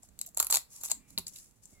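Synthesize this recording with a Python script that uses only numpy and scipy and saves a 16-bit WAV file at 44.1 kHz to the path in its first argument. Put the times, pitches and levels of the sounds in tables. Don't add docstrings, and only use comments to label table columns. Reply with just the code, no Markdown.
import sys
import numpy as np
from scipy import signal
from scipy.fft import rfft, irfft, next_fast_len
from scipy.io import wavfile
from scipy.ndimage import map_coordinates

SR = 44100
rng = np.random.default_rng(int(sys.argv[2]) if len(sys.argv) > 2 else 0)


def pcm_store(signal):
    levels = np.round(np.clip(np.atleast_2d(signal), -1, 1) * 32767)
    wavfile.write(sys.argv[1], SR, levels.astype(np.int16).T)


def field_ratio(decibels):
    return 10 ** (np.asarray(decibels, dtype=float) / 20)


N = 79380


def unit(x):
    return x / np.sqrt(np.mean(x ** 2) + 1e-20)


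def along(points, hz):
    f, v = np.transpose(points)
    return np.interp(np.log(hz + 1), np.log(f + 1), v)


def wobble(rate):
    knots = rng.standard_normal(int(N * rate / SR) + 4)
    return map_coordinates(knots, [np.arange(N) * rate / SR])


def filtered(x, response):
    m = next_fast_len(N + SR // 2)
    return irfft(rfft(x, m) * response(np.fft.rfftfreq(m, 1 / SR)), m)[..., :N]


def causal(spectrum):
    def response(hz):
        cep = irfft(np.log(field_ratio(along(spectrum, hz))))
        half = len(cep) // 2
        cep[1:half] *= 2
        cep[half + 1:] = 0
        h = np.exp(rfft(cep))
        return h / np.sqrt(np.mean(np.abs(h) ** 2))
    return response


def sides(pan_db):
    return field_ratio(np.array([pan_db / 2, -pan_db / 2]))


# [f/Hz, level/dB]
HUM_COLOUR = [(30, 1), (210, -5), (330, -12), (1530, -23), (5380, -28), (7520, -21), (10300, -25),
              (16000, -29)]
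# [f/Hz, likeness 0..1]
HUM_LIKENESS = [(40, 0.49), (300, 0.34), (8000, 0.12)]
HUM_DB = -66


def hum():
    def middle_and_side(hz):
        turn = np.arccos(np.clip(along(HUM_LIKENESS, hz), -1, 1)) / 2
        return field_ratio(along(HUM_COLOUR, hz)) * [np.cos(turn), np.sin(turn)]

    mid, side = filtered(rng.standard_normal((2, N)), middle_and_side)
    level = field_ratio(HUM_DB + 0.93 * wobble(5.64))
    return level * unit(np.array([mid + side, mid - side]))


# [f/Hz, fade time/s]
ROOM_FADE = [(300, 0.033), (1000, 0.23), (4000, 0.2), (7500, 0.17), (14000, 0.19)]


def room(x):
    hz, t, z = signal.stft(rng.standard_normal((2, SR // 3)), SR, nperseg=128)
    fade = field_ratio(-60 * t / along(ROOM_FADE, hz)[:, None])
    tail = signal.istft(z * fade, SR, nperseg=128)[1]
    late = np.pad(x, (90, 0))
    return signal.fftconvolve(late[None], tail / np.linalg.norm(tail[0]), axes=1)[:, :N]


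# [t/s, length/s, f/Hz, level/dB]
ARM_RUBS = [(0.13, 0.14, 53, -64.5), (0.13, 0.11, 200, -70.5), (0.039, 0.011, 700, -60.5),
            (0.25, 0.013, 3200, -60.5), (0.77, 0.15, 1000, -71.5), (1.6, 0.14, 110, -68.5),
            (0.9165, 0.0099, 730, -47.5), (0.42, 0.24, 48, -61), (0.985, 0.16, 52, -65),
            (1.8, 0.18, 81, -64), (0.974, 0.17, 235, -61.5), (1.128, 0.12, 270, -64),
            (1.05, 0.36, 2350, -72), (1.362, 0.029, 2200, -71), (1.37, 0.051, 2800, -67.5),
            (1.198, 0.33, 170, -60.5)]


def arms():
    t = np.arange(N) / SR
    out = 0
    for s, length, hz, db in ARM_RUBS:
        swell = np.exp(-8 * ((t - s) / length) ** 2)
        out = out + field_ratio(db) * swell * np.sin(2 * np.pi * hz * t + 1.56 * wobble(hz / 3))
    return out


def ring(modes, pitch=1):
    t = np.arange(SR // 4) / SR
    out = 0
    for hz, db, t60 in modes:
        out = out + field_ratio(db + rng.normal(0, 3.2) - 60 * t / t60) * np.sin(2 * np.pi * pitch * hz * t)
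    return out


# [t/s, edge level/dB, thud level/dB, edge pitch factor]
CARD_TAPS = [
    (1.1775, -24.5, -43, 1.01),
    (1.182, -57, -50, 0.76),
    (1.187, -52, -42.5, 1.001),
    (1.2684, -31.5, -59, 1.163),
    (1.726, -74.5, -55.5, 0.9),
]
# [f/Hz, level/dB, fade time/s]
EDGE_TONES = [(2610, -17, 0.0099), (3965, 11, 0.0076), (5130, -0.5, 0.008), (6800, -2, 0.0051)]
# [f/Hz, level/dB, fade time/s]
TABLE_TONES = [(80.5, -4, 0.14), (189, 0.5, 0.038), (246.5, -1.5, 0.051), (376, -4.5, 0.068),
               (630, -5.5, 0.029)]
# [t/s, length/s, starting f/Hz, level/dB]
TAPE_SQUEAKS = [
    (0.271, 0.027, 691, -62.5),
    (1.716, 0.15, 2200, -68.5),
]


def card():
    out, t = np.zeros(N + SR), np.arange(SR // 4) / SR
    for s, edge_db, thud_db, pitch in CARD_TAPS:
        click = field_ratio(edge_db) * ring(EDGE_TONES, pitch) * np.tanh(t / 0.00034)
        thud = field_ratio(thud_db) * ring(TABLE_TONES) * (1 - np.exp(-t / 0.0026))
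        out[round(s * SR):][:len(t)] += click - thud
    for s, length, hz, db in TAPE_SQUEAKS:
        swell = np.sin(np.pi * np.clip(t / length, 0, 1))
        phase = 2 * np.pi * hz * t * (1 - 0.29 * t) + 1.7 * wobble(120)[:len(t)]
        out[round(s * SR):][:len(t)] += field_ratio(db) * swell * np.sin(phase)
    return out[:N] * np.ones((2, 1))


# [centre t/s, length/s, level/dB, left-right pan/dB]
STROKES = [(0.046, 0.09, -59, -1.5), (0.279, 0.043, -59, -12), (0.546, 0.099, -37, 16),
           (0.767, 0.16, -49.5, -1), (0.856, 0.092, -40.5, -4), (0.91, 0.047, -38.5, -5),
           (0.98, .12, -74, 7), (1.087, 0.029, -76, -1), (1.123, 0.11, -59, -4), (1.281, 0.063, -47, 5.5),
           (1.378, 0.15, -51, 0), (1.459, 0.19, -62.5, -3.5), (1.572, 0.06, -71.5, 1.5),
           (1.647, 0.099, -64, 11.5), (1.734, 0.17, -63.5, 0)]
# [f/Hz, level/dB]
RUB_COLOUR = [(500, -31), (1640, -21), (4000, -15), (7400, 2), (9000, -7.5), (10300, -2), (13000, -13),
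              (16500, -17)]
QUICK_S = 0.1


def fingers():
    t = np.arange(N) / SR
    grain_db = 2.25 * rng.exponential(1, N) + 1.18 * wobble(39.93) + 1.7 * wobble(280)
    grit = field_ratio(grain_db) * rng.standard_normal((3, N))
    pair = unit(filtered(0.56 * grit[0] + 0.88 * grit[1:], causal(RUB_COLOUR)))
    strokes = 0
    for s, length, db, pan_db in STROKES:
        onset = 220 if length < QUICK_S else 30
        steepness = np.where(t < s - 0.2 * length, onset, 5)
        swell = np.exp(-steepness * ((t - s) / length + 0.18) ** 2)
        strokes = strokes + field_ratio(db) * sides(pan_db)[:, None] * swell
    return pair * strokes


SPIKE = 1.2
SPIKY_DB = 2
NEAR_DB, NEAR_S = -13.5, 0.029


def cluster(t, ms, count):
    span = max(ms, 0.2) / 1000
    shape = np.exp(-np.abs(t) / span * np.where(t < 0, 3.5, 2.2))
    after = field_ratio(NEAR_DB - 60 * t / NEAR_S) * (t > 0)
    size = field_ratio(SPIKY_DB * rng.exponential(1, len(t))) * rng.standard_normal((count, len(t)))
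    size = size / np.sqrt((shape * size ** 2).sum(axis=1, keepdims=True) / shape.sum())
    return (shape + after) * np.where(shape == shape.max(), SPIKE, size)


# [t/s, crack level/dB, roll core level/dB, roll wall level/dB, cluster length/ms] # tape
JERKS = [(0.1908, -27.5, -68, -47.5, 0.46), (0.214, -22.5, -54.5, -41.5, 1.5), (0.2638, -44, -87, -79, 5.3),
         (0.2679, -39.5, -84, -63, 1.5), (0.2751, -44, -82, -68, 2.7), (0.2887, -50, -78, -74, 6.5),
         (0.3471, -40.5, -60, -73.5, 1), (0.3698, -33.5, -48, -57, 1), (0.3734, -20.5, -39, -37, 1.3),
         (0.383, -29, -54, -51.5, 1.3), (0.393, -33.5, -58, -44, 2.8), (0.3996, -31, -50, -36.5, 0.75),
         (0.4009, -16.5, -39.5, -33, 2.95), (0.4031, -26, -29.5, -46.5, 0.39),
         (0.4075, -36, -45, -63.5, 1.8), (0.4113, -42.5, -47, -64, 3.4), (0.4273, -25.5, -40.5, -38, 3.4),
         (0.4467, -35.5, -40.5, -47.5, 1.1), (0.4688, -28, -45, -42.5, 1.4),
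         (0.5, -26.5, -38, -41, 0.82), (0.503, -19.5, -42.5, -36, 1.7), (0.5084, -14.5, -40, -38.5, 0.47),
       (0.5113, -17, -45.5, -56, 0.81), (0.5256, -15, -31, -29, 1.5), (0.5287, -30, -57, -34, 2.8),
       (0.5359, -27.5, -44, -38.5, 5.9), (0.5425, -21, -34, -28.5, 1.6), (0.549, -11, -43, -24.5, 0.34),
       (0.557, -11.5, -33, -29, 0.88), (0.57, -15, -36, -29.5, 2),
         (0.8127, -46.5, -63.5, -69, 27), (0.836, -32.5, -46.5, -47, 1.13), (0.8461, -32.5, -56, -54, 0.96),
        (0.8532, -28, -49.5, -50, 1.25), (0.8593, -24.5, -53, -46.5, 0.35), (0.8853, -42, -61, -58, 9.3),
        (0.8973, -41.5, -58, -53, 0.6), (0.8989, -41, -48, -50, 0.93), (0.9078, -35, -44, -39, 0.7),
        (0.9098, -23.5, -48, -41.5, 0.42), (0.9154, -20.5, -45.5, -40.5, 2.7),
        (0.9162, -14, -43.5, -41, 0.4), (0.9187, -31, -48, -41, 1.1), (0.9273, -52, -69, -54, 2)]
TICKS = [(0.0322, -45, -73, -74, 2.3), (0.089, -55.5, -76, -75, 6.2), (1.1053, -53.5, -63.5, -69.5, 3.7),
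         (1.178, -45, -43.5, -28, 0.88), (1.1849, -27.5, -42.5, -39, 2.8), (1.1934, -38.5, -65, -54, 2.3),
         (1.2685, -33, -83, -50, 0.7), (1.2807, -34, -66, -48, 0.72), (1.342, -54, -100, -78, 3.4),
         (1.361, -45.5, -90, -52.5, 5.8), (1.3864, -42, -87, -51, 0.42), (1.511, -51.5, -80, -71, 0.8),
         (1.635, -49, -82, -82.5, 2.5), (1.6557, -37.5, -87, -80, 0.76)]
# [t/s, level/dB, length/ms]
SPARKS = [
    (0.2144, -44, 3.3),
    (0.2635, -39, 3.5),
    (0.4016, -18.5, 2.2),
    (0.4075, -28, 2.9),
    (0.4122, -31, 3),
    (0.5418, -20, 4.1),
    (0.836, -28, 0.91),
    (0.8995, -45, 2),
    (1.1925, -51, 2.5),
]
# [t/s, treble level/dB, left-right lean/dB]
FACING = [(0.03, -11, 2.5), (0.2, -3, 1), (0.38, 2, 0.5), (0.405, 2, -2.5), (0.428, 5, -1.5),
          (0.447, 11.5, 9), (0.47, 9.5, -2), (0.503, -1.5, -3.5), (0.53, 1, -2), (0.57, -2.5, 0),
          (0.82, 1, 3.5), (0.9, 2, -0.5), (0.917, -5.5, 8.5), (1.1, 6, -1.5), (1.185, 6.5, 0.5),
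          (1.268, -5, 1), (1.282, 5, -9), (1.64, -8, 2)]
# [f/Hz, level/dB]
CRACK_COLOUR = [(2000, -41), (5400, -18.5), (6500, -7), (7500, 4), (8600, -9), (9400, -16), (12000, -33)]
# [f/Hz, level/dB]
SHEEN_COLOUR = [(6000, -34.5), (8800, -12.5), (10300, 2), (11500, -3.5), (14500, -11), (15800, -18),
                (17000, -34)]
# [f/Hz, level/dB]
FIZZ_COLOUR = [(8000, -35), (11000, -5.5), (12500, -7), (15500, -13.5), (17000, -17)]
# [f/Hz, level/dB]
CORE_COLOUR = [(120, -63), (350, -15.5), (650, -7), (950, -3.5), (1300, -6.5), (1800, -14.5), (3000, -32.5)]
# [f/Hz, level/dB]
WALL_COLOUR = [(1500, -41), (1900, -13), (2700, -6), (3400, -8.5), (4200, 3.5), (5300, -7), (7000, -23.5)]
SHEEN_DB, BODY_DB = -3, 1.37


def snaps():
    cracks, fizz = np.zeros((2, N + SR)), np.zeros((2, N + SR))
    core, wall = np.zeros(N + SR), np.zeros(N + SR)
    t = np.arange(SR // 20) / SR - 0.008

    def at(s):
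        start = round((s + t[0]) * SR)
        return slice(start, start + len(t))

    for s, db, core_db, wall_db, ms in JERKS + TICKS:
        size = cluster(t, ms, count=5)
        cracks[:, at(s)] += field_ratio(db - 3.0) * (0.44 * size[0] + 1.238 * size[1:3])
        late_boost = 1 + 2 * (t > ms / 1000)
        core[at(s)] += field_ratio(core_db + BODY_DB - 2.0) * size[3] * late_boost
        wall[at(s)] += field_ratio(wall_db + 6.0) * size[4]
    for s, db, ms in SPARKS:
        fizz[:, at(s)] += field_ratio(db) * cluster(t, ms, count=2)

    s, treble_db, lean_db = np.transpose(FACING)
    now = np.arange(N) / SR
    treble_db, lean_db = np.interp(now, s, treble_db), np.interp(now, s, lean_db)
    cracks = cracks[:, :N] * sides(lean_db)
    tape = filtered(cracks, causal(CRACK_COLOUR))
    tape = tape + filtered(cracks * field_ratio(SHEEN_DB + treble_db), causal(SHEEN_COLOUR))
    tape = tape + filtered(fizz[:, :N], causal(FIZZ_COLOUR))
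    return tape + filtered(core[:N], causal(CORE_COLOUR)), filtered(wall[:N], causal(WALL_COLOUR))


WET_DB, WALL_WET_DB = -9.5, -2


def scene():
    tape, wall = snaps()
    tap = card()
    into_room = (tape + field_ratio(WALL_WET_DB) * wall + 0.36 * tap).mean(axis=0)
    close = tape + wall + tap
    return close + field_ratio(WET_DB) * room(into_room) + fingers() + arms() + hum()


def band_limit(x):
    return signal.sosfilt(signal.butter(12, 16990, fs=SR, output="sos"), x)


# [f/Hz, half width/Hz, level/dB]
HOUSING = [(3166, 140, -4), (5240, 750, 0.5), (8870, 150, -8)]
# [f/Hz, left-right level/dB]
PORT_LEAN = [(30, -14), (125, -9.5), (1000, -2.5), (2500, -1), (5500, 4.5), (10000, 1), (14000, -5.5)]
TOP_HZ = 16130
LAG_S = 4 / 44100


def record(dry):
    def ports(hz):
        low_cut = hz ** 2 / (hz ** 2 + 22 ** 2)
        housing_db = sum(db * np.exp(-((hz - c) / w) ** 2) for c, w, db in HOUSING)
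        top_db = -30 / (1 + np.exp((TOP_HZ - hz) / 120))
        delay = np.exp(-1j * np.pi * hz * LAG_S * np.array([[1], [-1]]))
        return low_cut * field_ratio(housing_db + top_db) * sides(along(PORT_LEAN, hz)) * delay

    mix = filtered(dry, ports)
    return band_limit(mix)


dry = scene()
out = record(dry)
pcm_store(out)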